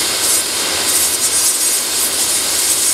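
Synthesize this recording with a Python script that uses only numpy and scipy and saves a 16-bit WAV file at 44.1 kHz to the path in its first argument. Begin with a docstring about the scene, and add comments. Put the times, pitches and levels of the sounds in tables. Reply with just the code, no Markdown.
"""Beside a metal rail, one close microphone: a pulsed laser strips the coating next to a fume extractor's nozzle.
From the start, random noise rushes, hisses and rumbles through the extractor; a mirror whines faintly.
The buzz of the beam, re-reading nearly the same random specks each sweep, is weak at first and soon flares.
It sinks until about 0.9 s, then comes in bright bursts to the end.
Spatter, a grainy random hiss, jumps up early, sinks back, and is strongest just before the end."""
import sys
import numpy as np
from scipy.fft import rfft, irfft
from scipy.io import wavfile
from scipy.ndimage import uniform_filter1d, minimum_filter1d, map_coordinates

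SR = 44100
rng = np.random.default_rng(int(sys.argv[2]) if len(sys.argv) > 2 else 0)


def to_wav(s):
    """Save 16-bit WAV."""
    ch = np.atleast_2d(s).T  # columns
    pcm = np.round(np.clip(ch, -1, 1) * 32767)  # PCM
    wavfile.write(sys.argv[1], SR, pcm.astype(np.int16))


N = 129213  # length [samples]
SWEEP_HZ = 317.6  # full to-and-fro cycles of the beam per second


def from_db(db):
    """Decibels to gain."""
    return 10 ** (np.asarray(db) / 20)


def rms_one(x):
    """Scale to unit rms."""
    return x / np.sqrt(np.mean(x ** 2) + 1e-20)


def in_time(rows):
    """A curve's value at every sample, with straight lines between its points."""
    return np.interp(np.arange(N) / SR, *np.transpose(rows))


def coloured(x, colour, peaks):
    """Shape a sound by a broad spectrum with narrow peaks and dips on top; rms 1."""
    hz = np.fft.rfftfreq(N, 1 / SR) + 1e-3  # keeps the logarithm finite at 0 Hz
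    points_hz, points_db = np.transpose(colour)
    db = np.interp(np.log(hz), np.log(points_hz), points_db)
    for centre, width, lift in peaks:
        db = db + lift / (1 + (2 * (hz - centre) / width) ** 2)
    return rms_one(irfft(rfft(x) * from_db(db), N))


def coloured_noise(colour, peaks):
    """Turbulence as random noise with a given spectrum; rms 1."""
    return coloured(rng.standard_normal(N), colour, peaks)


# Low rumble of the fan: (time [s], level [dB])
FAN_LEVEL = [(0, -38), (.35, -46), (.7, -44), (1.1, -45.5), (1.4, -41), (1.57, -61), (1.65, -52),
             (1.85, -49), (2.0, -45), (2.5, -44.5), (2.93, -46)]
# Its spectrum: (frequency [Hz], relative density [dB per Hz])
FAN_COLOUR = [(20, -23), (45, -18), (62, -5.5), (115, 2), (200, -9.5), (400, -30), (2000, -60)]
# Its resonances: (centre [Hz], width [Hz], lift [dB])
FAN_RESONANCES = [(75.4, 10, 10.5), (89.3, 9, 8)]


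def fan_rumble():
    """The fan rumbles as low noise with two narrow resonances."""
    return from_db(in_time(FAN_LEVEL)) * coloured_noise(FAN_COLOUR, FAN_RESONANCES)


# Rush of air in the hose: (time [s], level [dB])
HOSE_LEVEL = [(0, -23), (.15, -22.5), (.18, -25), (.23, -22.5), (.45, -27), (.62, -22.5), (.78, -21.5),
              (.92, -23.5), (1.1, -26.5), (1.35, -26), (1.56, -28), (1.85, -27), (1.97, -25.5), (2.3, -26),
              (2.55, -25), (2.75, -27), (2.93, -28.5)]
# Its spectrum: (frequency [Hz], relative density [dB per Hz])
HOSE_COLOUR = [(20, -44), (110, -15.5), (195, -11), (270, -4.5), (400, -1.5), (560, -6), (1100, -4.5),
               (1800, -4.5), (2700, -7), (4400, -10.5), (8000, -15), (15700, -38)]
# Resonances of the hose: (centre [Hz], width [Hz], lift [dB])
HOSE_MODES = [(81, 4, 15), (88.5, 9, 6), (240.7, 11, 6), (335, 43, 6.5), (389, 16, 3), (574, 180, 4.5),
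              (1020, 120, 3), (1550, 85, 4), (1775, 90, -7.5), (1988, 32, 6), (2150, 24, 9),
              (2310, 180, -1.5), (2780, 28, 8.5)]


def hose_rush():
    """Turbulent air rushes down the resonant hose."""
    return from_db(in_time(HOSE_LEVEL)) * coloured_noise(HOSE_COLOUR, HOSE_MODES)


# Hiss at the mouth of the nozzle: (time [s], level [dB])
MOUTH_LEVEL = [(0, -18.5), (.17, -21), (.28, -22.5), (.45, -23.5), (.62, -20.5), (.85, -20), (1.0, -22.5),
               (1.13, -25), (1.2, -23), (1.32, -25), (1.57, -27), (1.65, -24), (1.85, -25), (1.96, -21),
               (2.1, -24.5), (2.22, -21), (2.4, -23.5), (2.55, -22.5), (2.93, -25.5)]
# Its spectrum: (frequency [Hz], relative density [dB per Hz])
MOUTH_COLOUR = [(1500, -21), (2600, -9.5), (3400, -4), (4400, 0), (5200, -0.5), (6100, -11.5), (7000, -3.5),
                (8700, -6), (9700, -3.5), (11300, -10.5), (13000, -17), (15700, -33)]
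# Pipe resonances of the nozzle: (centre [Hz], width [Hz], lift [dB])
MOUTH_RESONANCES = [(3160, 140, 7), (3680, 94, 8.5), (4250, 270, 4), (4640, 140, -2.5), (4715, 50, 8.5),
                    (5100, 250, 4), (6750, 170, 5.5), (8900, 150, 3), (11800, 220, 6)]


def nozzle_hiss():
    """Air hisses over the mouth of the nozzle, coloured by its pipe resonances."""
    return from_db(in_time(MOUTH_LEVEL)) * coloured_noise(MOUTH_COLOUR, MOUTH_RESONANCES)


# Faint whine of the scanning mirror: (multiple of the sweep rate, level [dB rms])
WHINE_PARTIALS = [(7, -47), (8, -48), (13, -45), (15, -45), (16, -46)]


def mirror_whine():
    """The scanning mirror whines steadily at multiples of the sweep rate."""
    sweeps = np.arange(N) / SR * SWEEP_HZ
    whine = np.zeros(N)
    for multiple, db in WHINE_PARTIALS:
        start = rng.random()
        sine = np.sin(2 * np.pi * (multiple * sweeps + start))
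        whine += from_db(db) * np.sqrt(2) * sine  # a sine of rms 1 peaks at root 2
    return whine


# Loose spatter before the treble is set: (time [s], hiss level [dB])
SPATTER_LEVEL = [(0, -33), (.19, -27.5), (.25, -19.5), (.36, -30), (.44, -29), (.6, -28), (.865, -25),
                 (.89, -32), (1.0, -25), (1.14, -26), (1.25, -23.5), (1.8, -26), (2.0, -23.5),
                 (2.12, -26.5), (2.25, -24), (2.5, -21), (2.68, -20.5), (2.77, -23), (2.83, -17.5),
                 (2.93, -41)]
# Its spectrum: (frequency [Hz], relative density [dB per Hz])
SPATTER_SPECTRUM = [(1000, -25), (3000, -11), (4700, -4.5), (6100, -6.5), (7300, -2), (8800, -3),
                    (9800, -6), (11400, -4.5), (12700, -11), (14400, -17), (15700, -23)]


def spatter(grain_db=2.5):
    """Loose particles burst at random: a grainy hiss that does not repeat."""
    unevenness = rms_one(uniform_filter1d(rng.standard_normal(N), size=14))
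    grainy_noise = rng.standard_normal(N) * from_db(grain_db * unevenness)
    return from_db(in_time(SPATTER_LEVEL)) * coloured(grainy_noise, SPATTER_SPECTRUM, [])


SPOTS_PER_SWEEP = 139


def surface(along, across):
    """Read a smooth random surface along the path of the beam; rms 1."""
    grid = rng.standard_normal((SPOTS_PER_SWEEP * 4, SPOTS_PER_SWEEP + 1))
    return rms_one(map_coordinates(grid, [along, across], order=3, mode="grid-wrap"))


# Uneven thickness of the coating: rms [dB], size along the sweep [spots], along the rail [specks]
PATCHY_DB, PATCH_SIZE_SPOTS, PATCH_LENGTH_SPECKS = 0.5, 8.33, 2.0
# A second set of specks: relative strength, and how many times faster they pass along the rail
FINE_SHARE, FINE_RATIO = 0.26, 2.6
# Weakening where the beam turns round; excess of the stronger stroke (both relative to 1)
TURN_DIP, ONE_SIDED = 0.18, 0.41
# Wavering of the bite: rms [dB], random points passed per second
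FLICKER_DB, FLICKER_RATE = 1.5, 34.66
# How strongly the beam bites, before flicker and treble: (time [s], buzz level [dB])
BITE_LEVEL = [(0, -23), (.2, -25), (.25, -18), (.28, -20), (.305, -13), (.35, -13.5), (.41, -18.5),
              (.45, -29), (.57, -21.5), (.65, -26.5), (.865, -26.5), (.89, -13.5), (.945, -18), (.968, -14),
              (.985, -19.5), (1.035, -13), (1.09, -20.5), (1.15, -17), (1.175, -33), (1.215, -21),
              (1.245, -11.5), (1.265, -13.5), (1.3, -23), (1.35, -14), (1.43, -15), (1.46, -13.5),
              (1.51, -15), (1.53, -18), (1.547, -13), (1.575, -22.5), (1.635, -12), (1.69, -17),
              (1.725, -15.5), (1.81, -20.5), (1.86, -21.5), (1.97, -20), (2.04, -14.5), (2.085, -24.5),
              (2.16, -21.5), (2.21, -15.5), (2.26, -23.5), (2.3, -15), (2.4, -21), (2.52, -21), (2.59, -17),
              (2.66, -21), (2.71, -14.5), (2.76, -20.5), (2.82, -15.5), (2.93, -13.5)]
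# Creep of the scan line along the rail, faster is rougher: (time [s], speed [specks per s])
LINE_SPEED = [(0, 101), (.25, 100), (.32, 34), (.55, 60), (.89, 139), (1.05, 30), (1.3, 32.5), (1.65, 48),
              (2.1, 60.3), (2.58, 60.6), (2.85, 148)]
# Spectrum of the ablation: (frequency [Hz], relative density [dB per Hz])
BUZZ_SPECTRUM = [(300, -35), (2000, -15.5), (3900, -14.5), (5200, -9), (6000, -5.5), (7400, -3), (8500, 2),
                 (10000, 0), (11400, -2), (12700, -9), (14400, -20), (15700, -21)]
# Stronger and weaker harmonics of the sweep in the buzz: (centre [Hz], width [Hz], lift [dB])
SWEEP_HARMONICS = [(4765, 110, 6.5), (5400, 200, 3.5), (6660, 160, 3.5), (8255, 140, 2.5), (8570, 140, 1),
                   (8890, 160, 1), (10160, 100, 0.5), (10475, 160, -8), (10790, 93, 2.5), (11430, 140, -3),
                   (13980, 200, 3)]


def buzz():
    """Every sweep crosses almost the same specks; the pattern changes as the line advances."""
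    time = np.arange(N) / SR
    phase = time * SWEEP_HZ % 1
    along = np.cumsum(in_time(LINE_SPEED)) / SR
    across = phase * SPOTS_PER_SWEEP
    patches = surface(along / PATCH_LENGTH_SPECKS, across / PATCH_SIZE_SPOTS)
    thickness = from_db(PATCHY_DB * patches)
    turning = TURN_DIP * np.cos(2 * np.pi * 2 * phase)
    lopsided = ONE_SIDED * np.sin(2 * np.pi * phase)
    stroke = 1 - turning - lopsided
    specks = surface(along, across) + FINE_SHARE * surface(along * FINE_RATIO, across)
    crackle = coloured(specks * thickness * stroke, BUZZ_SPECTRUM, SWEEP_HARMONICS)
    # level the crackle over about six sweeps, so that the bite sets the loudness
    power = uniform_filter1d(crackle ** 2, size=834)
    even = crackle / np.sqrt(power + 1e-9)
    flicker = surface(time * FLICKER_RATE, np.zeros(N))
    return from_db(in_time(BITE_LEVEL) + FLICKER_DB * flicker) * even


TREBLE_HZ = 10500  # where the treble begins
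# Treble of the laser's sound: (time [s], gain [dB])
TREBLE_GAIN = [(0, 0), (.3, -1.5), (.45, 0), (.8, -4), (.9, 1), (1.0, 2), (1.15, 1.5), (1.25, -5),
               (1.35, -5), (1.5, -1.5), (1.65, -2.5), (1.85, 1), (1.97, -4), (2.04, 5), (2.2, -1),
               (2.45, -2), (2.6, -1), (2.93, -2.5)]


def laser():
    """Buzz and spatter together; the treble swells and fades along the coating."""
    ablation = buzz() + spatter()
    hz = np.fft.rfftfreq(N, 1 / SR)
    lower = irfft(rfft(ablation) / (1 + (hz / TREBLE_HZ) ** 16), N)
    treble = ablation - lower
    return lower + from_db(in_time(TREBLE_GAIN)) * treble


def scene():
    """Extractor, mirror and laser at one close microphone, the same in both channels."""
    extractor = fan_rumble() + hose_rush() + nozzle_hiss()
    return np.tile(extractor + mirror_whine() + laser(), (2, 1))


PEAK_LIMIT = 0.92  # of full scale
CUTOFF_HZ = 15750


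def record(dry):
    """A fast limiter holds the highest peaks down; the top is cut steeply."""
    needed_gain = np.minimum(1, PEAK_LIMIT / (np.abs(dry) + 1e-9))
    held_gain = minimum_filter1d(needed_gain, size=45)  # about 1 ms
    limited = dry * uniform_filter1d(held_gain, size=45)
    hz = np.fft.rfftfreq(N, 1 / SR)
    return irfft(rfft(limited) / np.sqrt(1 + (hz / CUTOFF_HZ) ** 1200), N)


dry = scene()
out = record(dry)
to_wav(out)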